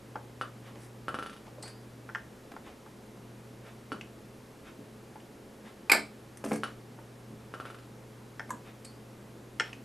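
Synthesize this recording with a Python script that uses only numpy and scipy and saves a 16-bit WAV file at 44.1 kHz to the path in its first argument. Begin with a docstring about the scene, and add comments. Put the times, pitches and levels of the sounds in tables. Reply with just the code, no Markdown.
"""A small gas engine turned by hand

A model engine turns slowly, close by in a quiet room. Each impact is a brief force that sets a part
ringing in its damped modes: gear teeth knock across their backlash, the push rod clacks, a spring pings
and the igniter trips with one loud snap. Oiled parts rub, over mains hum, a fan and a faint clock."""
import sys
import numpy as np
from scipy import signal
from scipy.fft import rfft, irfft
from scipy.io import wavfile
from scipy.ndimage import uniform_filter1d

SR = 44100
rng = np.random.default_rng(int(sys.argv[2]) if len(sys.argv) > 2 else 0)


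def int16_out(signal):
    """Quantize to a 16-bit WAV file."""
    q = np.round(np.clip(np.atleast_2d(signal).T, -1, 1) * 32767)
    wavfile.write(sys.argv[1], SR, q.astype(np.int16))


N = 433944

# spectrum of light contact between metal parts: frequency_hz, gain_db
LIGHT_METAL_SPECTRUM = [(500, -9), (2000, 3.5), (3800, -15), (5500, -0.5), (7000, -4.5), (10000, 0.5),
                        (14000, -15)]
# stereo width, as side relative to mid: frequency_hz, gain_db
SIDE_SPECTRUM = [(60, -39), (125, -42), (250, -17), (600, -7.5), (1500, -10), (3000, -8), (5000, -36)]


def amp(db):
    """Amplitude ratio of a level in decibels."""
    return 10 ** (np.asarray(db) / 20)


def unit_rms(x):
    """Normalisation to a mean power of 1."""
    return x / np.sqrt(np.mean(x ** 2) + 1e-20)


def unit_energy(x):
    """Normalisation to a total energy of 1."""
    return x / (np.linalg.norm(x) + 1e-20)


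def curve_at(points, hz):
    """Linear interpolation on a logarithmic frequency axis."""
    point_hz, value = np.transpose(points)
    return np.interp(np.log(hz + 1), np.log(point_hz), value)


def add(mix, start_s, sound):
    """Superposition: a sound adds to the mix from its start time on."""
    part = mix[max(round(start_s * SR), 0):][:len(sound)]
    part += sound[:len(part)]


def filtered(x, spectrum):
    """Zero-phase filtering by a spectrum in decibels."""
    gain = amp(curve_at(spectrum, np.fft.rfftfreq(len(x), 1 / SR)))
    return irfft(rfft(x) * gain, len(x))


def noise(spectrum):
    """Gaussian noise of unit power, shaped by a spectrum."""
    return unit_rms(filtered(rng.standard_normal(N), spectrum))


def drifting_tone(hz, drift_cycles):
    """Phase modulation: a sinusoid of unit power wanders slowly in phase."""
    drift = unit_rms(signal.resample(rng.standard_normal(30), N))
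    return np.sqrt(2) * np.sin(2 * np.pi * (hz * np.arange(N) / SR + drift_cycles * drift))


def minimum_phase(gain_db):
    """Minimum phase gives the most compact causal pulse that has a given spectrum."""
    log_gain = np.log(amp(np.r_[gain_db, gain_db[-2:0:-1]]))
    pulse = np.fft.ifft(np.exp(np.conj(signal.hilbert(log_gain)))).real
    return pulse[:len(pulse) // 2]


def friction(swells, spectrum, gain_db, grain_db):
    """Friction noise: surface roughness makes a grainy hiss, here in short Gaussian swells."""
    t = np.arange(N) / SR
    envelope = sum(amp(db) * np.exp(-((t - centre_s) / half_s) ** 2) for centre_s, db, half_s in swells)
    hiss = rng.standard_normal(N)
    roughness = unit_rms(uniform_filter1d(rng.standard_normal(N), size=100))
    grains = hiss * amp(grain_db * roughness)
    return amp(gain_db) * envelope * unit_rms(filtered(grains, spectrum))


def impacts(contacts, spectrum, modes, gain_db, ring_db, chatter_db, chatter_s, contact_s,
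            bass_hz=500, treble_hz=3000, spot_db=8):
    """Modal synthesis: each contact is a force pulse with chatter, followed by damped free vibration."""
    out, t = np.zeros(N), np.arange(SR // 2) / SR
    hz = np.fft.rfftfreq(4096, 1 / SR) + 1
    bass_shelf = 1 / (1 + (hz / bass_hz) ** 2)
    treble_shelf = 1 - 1 / (1 + (hz / treble_hz) ** 2) ** 2
    radiation_db = -10 * np.log10(1 + (130 / (hz + 10)) ** 4)  # small parts radiate little bass
    push = np.exp(-(t / contact_s - 2) ** 2)  # the longer the contact, the duller the push
    spot_octaves, ring_rise_s = 0.17, 0.00094
    for start_s, level_db, bass_db, treble_db, *spot_hz in contacts:
        timbre_db = bass_db * bass_shelf + treble_db * treble_shelf
        # a struck spot with a pitch adds a broad resonance of its own
        timbre_db += sum(spot_db / (1 + (np.log2(hz / f) / spot_octaves) ** 2) for f in spot_hz)
        chatter = unit_energy(rng.standard_normal(len(t)) * t * np.exp(-t / chatter_s))
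        force = push / push.sum() + amp(chatter_db) * chatter
        response = minimum_phase(curve_at(spectrum, hz) + timbre_db + radiation_db)
        blow = signal.fftconvolve(force, response)[:len(t)]
        ring = np.zeros(len(t))
        for mode_hz, mode_db, t60_s in modes:
            decay = amp(mode_db + np.interp(mode_hz, hz, timbre_db) - 60 * t / t60_s)
            ring += decay * np.sin(2 * np.pi * (mode_hz * t + rng.random()))  # phase varies by contact
        ring *= 1 - np.exp(-t / ring_rise_s)
        strike = unit_energy(blow) + amp(ring_db) * unit_energy(ring)
        add(out, start_s, amp(level_db + gain_db) * strike)
    return out


def reverberation(build_s=0.0044):
    """Diffuse reflections build up quickly, then decay exponentially at each band's own rate."""
    # reverberation time: frequency_hz, t60_s
    decay_times = [(150, 0.38), (500, 0.3), (1500, 0.22), (4000, 0.28), (8000, 0.23), (14000, 0.16)]
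    hz, frame_s, bands = signal.stft(rng.choice([-1., 1.], SR // 2), SR, nperseg=256)
    decay = amp(-60 * frame_s / curve_at(decay_times, hz)[:, None])
    tail = signal.istft(bands * decay, SR, nperseg=256)[1]
    t = np.arange(len(tail)) / SR
    return unit_energy(tail * (1 - np.exp(-(t / build_s) ** 2)))


def in_room(x, wet_db, echo_db):
    """Convolution with direct sound, early reflections and reverberation gives mid and side."""
    # reflections from the table top and near walls: delay_s, level_db
    echoes = [(.0036, -19), (.0074, -15), (.0098, -19), (.0137, -21)]
    mid = amp(wet_db) * reverberation()
    mid[0] += 1  # direct sound
    for delay_s, level_db in echoes:
        add(mid, delay_s, amp([level_db + echo_db]))
    side = amp(wet_db) * filtered(reverberation(), SIDE_SPECTRUM)
    return np.array([signal.oaconvolve(x, path)[:N] for path in (mid, side)])


def fan(rush_db=-52.5):
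    """Turbulent air gives broadband noise and rotation gives faint tones; returns mid and side."""
    # fan tones: pitch_hz, level_db
    lines = [(215.3, -66.5), (430.7, -64.5), (538.3, -67.5)]
    # spectral density of rushing air: frequency_hz, gain_db
    rush = [(88, -45), (150, -28), (203, 0), (309, -6.5), (346, -4.5), (426, -8.5), (496, -8.5),
            (535, -11.5), (3440, -27.5), (13000, -34), (14000, -45)]
    # spectral density of the low rumble: frequency_hz, gain_db
    rumble = [(15, -5), (35, -6.5), (70, 1.5), (100, -3.5), (160, 5.5), (220, -19), (400, -37)]
    tones = sum(amp(db) * drifting_tone(hz, drift_cycles=0.19) for hz, db in lines)
    mid = tones + amp(rush_db) * noise(rush) + amp(-61) * noise(rumble)
    side = filtered(amp(rush_db) * noise(rush) + amp(-47) * noise(rumble), SIDE_SPECTRUM)
    return np.array([mid, side])


def mains_hum(pitch_hz=120):
    """Magnetic vibration at twice the mains frequency makes a hum, which swells and fades."""
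    # envelope of the hum: time_s, level_db
    levels = [(0.0, -59), (0.05, -53), (1.09, -51.5), (1.29, -67.5), (1.53, -52.5), (2.03, -52.5),
              (2.74, -65), (3.26, -53.5), (4.41, -56.5), (4.74, -65), (4.96, -55), (5.62, -65), (6.6, -53),
              (9.84, -54.5)]
    envelope = amp(np.interp(np.arange(N) / SR, *np.transpose(levels)))
    return envelope * drifting_tone(pitch_hz, drift_cycles=0.032)


def clock(first_s=0.6744, half_length_s=0.03):
    """Temporal smearing: distance blurs a clock's ticks, one a second, into soft rustles."""
    # spectrum of a tick: frequency_hz, gain_db
    spectrum = [(400, 1), (1200, 6), (2000, 1.5), (2450, 1.5), (3250, -5), (3650, -2), (4000, -10),
                (13000, -21.5)]
    beats = [(first_s + k, 0, half_length_s) for k in range(10)]
    return friction(beats, spectrum, gain_db=-54, grain_db=1)


def sliding_parts():
    """Sliding friction: oiled parts rub with a darker noise, dry metal with a brighter one."""
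    # oiled parts sliding: centre_s, level_db, half_length_s
    oiled_slides = [(.765, -61.5, 0.03), (1.477, -58.5, 0.018), (2.68, -58.5, 0.021)]
    # spectrum of oiled friction: frequency_hz, gain_db
    oiled_spectrum = [(300, 2.5), (900, 12), (1400, -3), (2400, -1), (3600, -10), (5000, -12), (13000, -27)]
    # dry metal brushing: centre_s, level_db, half_length_s
    dry_slides = [(.835, -79.5, 0.043), (6.495, -72, 0.027), (6.555, -76, 0.042)]
    return (friction(oiled_slides, oiled_spectrum, gain_db=7, grain_db=6)
            + friction(dry_slides, LIGHT_METAL_SPECTRUM, gain_db=20.5, grain_db=-2))


def loose_parts():
    """Very brief contacts excite the high modes of small loose parts."""
    # fine ticks: start_s, level_db, bass_db, treble_db
    ticks = [(6.3725, -49, -6, 4), (6.448, -44.5, -6, 12), (6.531, -43.5, -4, 14), (6.559, -40.5, 4, -7),
             (8.494, -46, 12, -23)]
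    # modes of the parts: pitch_hz, level_db, t60_s
    modes = [(2150, 2, 0.07), (6160, -1, 0.06), (8600, 6, 0.054), (11000, 0, 0.07)]
    return impacts(ticks, LIGHT_METAL_SPECTRUM, modes, gain_db=23.5, ring_db=-5.5,
                   chatter_db=0, chatter_s=0.0014, contact_s=0.00003)


def spring():
    """Slipping coils excite lightly damped modes, which ring on as a ping."""
    # coil slips: start_s, level_db, bass_db, treble_db
    slips = [(1.6245, -41.5, -1, 25), (1.633, -42, -1, -4), (1.655, -46, -4, -2), (1.676, -47, -14, 20),
             (6.537, -46.5, -16, 32), (8.8465, -43.5, -5, 22)]
    # spectrum of a slip: frequency_hz, gain_db
    spectrum = [(500, 15), (2100, 5), (3500, -4.5), (4500, 3), (6200, -8.5), (8300, 3), (9500, -9),
                (11500, -10), (14000, -43)]
    # spring modes: pitch_hz, level_db, t60_s
    modes = [(4370, 3, .26), (4596, -3, .22), (4790, 1.5, .38), (8220, 2, .22), (8646, -6, .14),
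             (10350, -2, .25)]
    return impacts(slips, spectrum, modes, gain_db=22.5, ring_db=-2,
                   chatter_db=21, chatter_s=0.0036, contact_s=0.00004)


def latch():
    """Heavy damping of a single mode leaves only a thin tick as the latch settles."""
    # latch contacts: start_s, level_db, bass_db, treble_db
    ticks = [(4.011, -38.5, 10, 3), (5.202, -50.5, 10, -1), (9.7305, -39.5, -3, -4)]
    # spectrum of a contact: frequency_hz, gain_db
    spectrum = [(300, -15), (1500, -9), (2100, -3), (2650, 1), (3300, -8), (4000, -16), (6000, -12),
                (9000, -24), (14000, -42)]
    # latch mode: pitch_hz, level_db, t60_s
    modes = [(2720, 0, 0.0057)]
    return impacts(ticks, spectrum, modes, gain_db=18.5, ring_db=-1,
                   chatter_db=4, chatter_s=0.0022, contact_s=0.00005)


def lever():
    """Inharmonic modes make a clink as a lever drops on its seat."""
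    # the drop: start_s, level_db, bass_db, treble_db
    drops = [(8.5045, -28, -7, -4.5)]
    # spectrum of the contact: frequency_hz, gain_db
    spectrum = [(200, -17), (500, -8), (750, -28), (950, 2), (1130, 6), (1350, -17), (1600, -1),
                (2200, -29), (5500, -30), (7000, -18), (8200, -15), (9000, -30), (10500, -20), (12200, -23),
                (14000, -45)]
    # lever modes: pitch_hz, level_db, t60_s
    modes = [(980, -1, .1), (1045, -1, 0.082), (1140, -7, 0.088), (1630, -5, 0.13), (7760, -22, .18)]
    return impacts(drops, spectrum, modes, gain_db=22.5, ring_db=-14,
                   chatter_db=5, chatter_s=0.0018, contact_s=0.0001)


def frame(rock_s=0.02):
    """Longer contacts sound dull: the frame bumps its base, then rocks back softer and lower."""
    # bumps of the frame: start_s, level_db, bass_db, treble_db, pitch_hz
    bumps = [(1.581, -46.5, -7, -29, 587), (2.517, -45, -3, 3, 680), (3.922, -36.5, 8, -16, 395),
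             (4.788, -43, 28, -23, 211), (5.931, -29, -14, -12, 350), (6.44, -34, 6, 10, 740),
             (6.454, -34.5, 15, -17, 413), (6.51, -36.5, -15, -11, 774), (6.5164, -26, 6, 2.5, 790),
             (7.304, -44.5, 23, -4, 150), (8.523, -44, 14, -20, 230)]
    # spectrum of a bump: frequency_hz, gain_db
    spectrum = [(80, -19), (170, -3.5), (400, -3), (800, -8.5), (1400, -14), (2200, -17.5), (3800, -34),
                (10000, -38), (14000, -45)]
    # modes of the base: pitch_hz, level_db, t60_s
    modes = [(217, -2.5, 0.49), (290, -8, 0.4), (450, 4, 0.032)]
    contacts = []
    for start_s, level_db, bass_db, treble_db, pitch_hz in bumps:
        contacts.append((start_s, level_db, bass_db, treble_db, pitch_hz))
        contacts.append((start_s + rock_s, level_db - 3, bass_db + 3.5, treble_db, pitch_hz * 0.54))
    return impacts(contacts, spectrum, modes, gain_db=25.5, ring_db=-7,
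                   chatter_db=9, chatter_s=0.0022, contact_s=0.00018, spot_db=9)


def push_rod(rebound_s=0.0074, rebound_hz=1450):
    """Elastic rebound: the rod takes up its play, springs back and lands again, duller."""
    # clacks of rod on latch: start_s, level_db, bass_db, treble_db, pitch_hz, rebound_db
    clacks = [(.156, -28, 14, -20, 950, -4), (2.09, -36, -22, -31, 1510, 0),
              (2.1484, -27, -26, -22, 1800, -1), (2.564, -37, 14, -17, 1170, -10),
              (2.862, -42, 13, -29, 1160, -17), (5.157, -40, 19, -21, 905, -9),
              (6.988, -41.5, 19, -18, 940, -12), (8.395, -30.5, -4, -13, 1700, 0.5),
              (9.5978, -18.5, 10.5, 12.5, 1350, -3)]
    # spectrum of a clack: frequency_hz, gain_db
    spectrum = [(150, -35), (400, -11.5), (700, -9), (900, -4), (1100, -6), (1450, -3.5), (1850, -2),
                (2300, -5.5), (2800, -8.5), (3300, -9), (4000, -20), (5300, -11.5), (6500, -19),
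                (8500, -25), (13000, -56)]
    # rod modes: pitch_hz, level_db, t60_s
    modes = [(882, -8.5, 0.065), (1415, -3, 0.03), (1822, 0.5, 0.028), (3254, -5.5, 0.026),
             (5350, -2, 0.018)]
    contacts = []
    for start_s, level_db, bass_db, treble_db, pitch_hz, rebound_db in clacks:
        contacts.append((start_s, level_db, bass_db, treble_db, pitch_hz))
        contacts.append((start_s + rebound_s, level_db + rebound_db, bass_db, treble_db - 10, rebound_hz))
    return impacts(contacts, spectrum, modes, gain_db=17.5, ring_db=-4.5,
                   chatter_db=9, chatter_s=0.0013, contact_s=0.0001, bass_hz=890)


def gears(first_gap_s=0.061, shortest_gap_s=0.034, run_s=0.3):
    """Backlash lets teeth collide, singly or in runs that quicken as the flywheel gathers speed."""
    # single teeth meeting: start_s, level_db, bass_db, treble_db
    knocks = [(.4122, -24, -8, -7), (3.919, -27, -3.5, -4.5), (6.6345, -23, -10, -1)]
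    # rattles as the flywheel falls over its top: start_s, level_db, spare_gap_ratio
    runs = [(1.0826, -24.5, .39), (7.5395, -30.5, .72)]
    # spectrum of a knock: frequency_hz, gain_db
    spectrum = [(100, -3), (200, -2.5), (480, -1.5), (720, -6), (1000, -3), (1290, 7.5), (1600, 1.5),
                (2100, -8.5), (2950, -4), (4000, -5.5), (4600, -7), (7000, -13), (11000, -8.5),
                (13000, -38)]
    # gear modes: pitch_hz, level_db, t60_s
    modes = [(1216, -9, 0.044), (1400, -2, 0.015), (2977, -14.5, 0.078)]
    contacts = list(knocks)
    for start_s, level_db, spare_gap_ratio in runs:
        gaps_s = shortest_gap_s + (first_gap_s - shortest_gap_s) * spare_gap_ratio ** np.arange(10)
        delays_s = np.r_[0, np.cumsum(gaps_s)]
        for delay_s in delays_s[delays_s < run_s]:
            closure = (delay_s / run_s) ** 1.98  # knocks grow fainter and thinner as the backlash closes
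            contacts.append((start_s + delay_s, level_db - 25.5 * closure, 0.5, -6.5 + 27 * closure))
    return impacts(contacts, spectrum, modes, gain_db=18, ring_db=-12,
                   chatter_db=-14, chatter_s=0.0032, contact_s=0.0001, treble_hz=2400)


def igniter(rattle_start_s=5.924, rattle_s=0.06, count=10, low_hz=600, high_hz=2700):
    """A hard impact excites many modes: the igniter slams on its stop and the linkage rattles on."""
    # the trip and the slam: start_s, level_db, bass_db, treble_db, pitch_hz
    snaps = [(5.8966, -14.5, -9, -13.5, 2480), (5.917, -9, 10.5, 6, 2110)]
    # spectrum of a snap: frequency_hz, gain_db
    spectrum = [(120, -29), (240, -7.5), (450, -4), (900, -4), (1500, 1.5), (1950, -5.5), (2400, 3),
                (3100, -8), (3750, -8.5), (4100, -1), (4900, -1.5), (6300, -19), (7800, -4), (9500, -11),
                (12000, -11), (14000, -19)]
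    # igniter modes: pitch_hz, level_db, t60_s
    modes = [(901, -1, .16), (1198, -3, .2), (1246, -2, .2), (1550, -4, .2), (1754, -1, .2),
             (2260, -7, .16), (2422, -6, .17), (2513, -5, .17), (4043, -8, .25), (4280, -14, .25),
             (4791, -5, .22), (5319, -9, .18), (7601, -8, .16), (7763, -11, .15), (8231, -10, .18),
             (10350, -13, .22)]
    contacts = list(snaps)
    for k in range(count):  # each contact of the rattle is fainter and at another spot
        progress = (k + rng.random()) / count
        pitch_hz = low_hz * (high_hz / low_hz) ** rng.random()
        contacts.append((rattle_start_s + rattle_s * progress, -22 - 17 * progress, 0, -8, pitch_hz))
    return impacts(contacts, spectrum, modes, gain_db=21, ring_db=-10.5,
                   chatter_db=6, chatter_s=0.0023, contact_s=0.0001, spot_db=10)


def scene():
    """The sources superpose in the room; the sum and difference of mid and side give left and right."""
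    light_parts = sliding_parts() + loose_parts() + spring() + latch() + push_rod()
    mid, side = (fan()
                 + in_room(clock(), wet_db=-3.5, echo_db=-10)
                 + in_room(light_parts, wet_db=-8.5, echo_db=-5.5)
                 + in_room(lever() + frame(), wet_db=-6.5, echo_db=0.5)
                 + in_room(gears(), wet_db=-4, echo_db=5.5)
                 + in_room(igniter(), wet_db=-7, echo_db=-3))
    mid += mains_hum()
    return np.array([mid + side, mid - side])


def record(dry):
    """Band limiting: a steep low-pass filter removes the highest treble."""
    low_pass = signal.firwin(511, 13950, window=("kaiser", 9), fs=SR)
    return signal.oaconvolve(dry, low_pass[None], "same")


dry = scene()
out = record(dry)
int16_out(out)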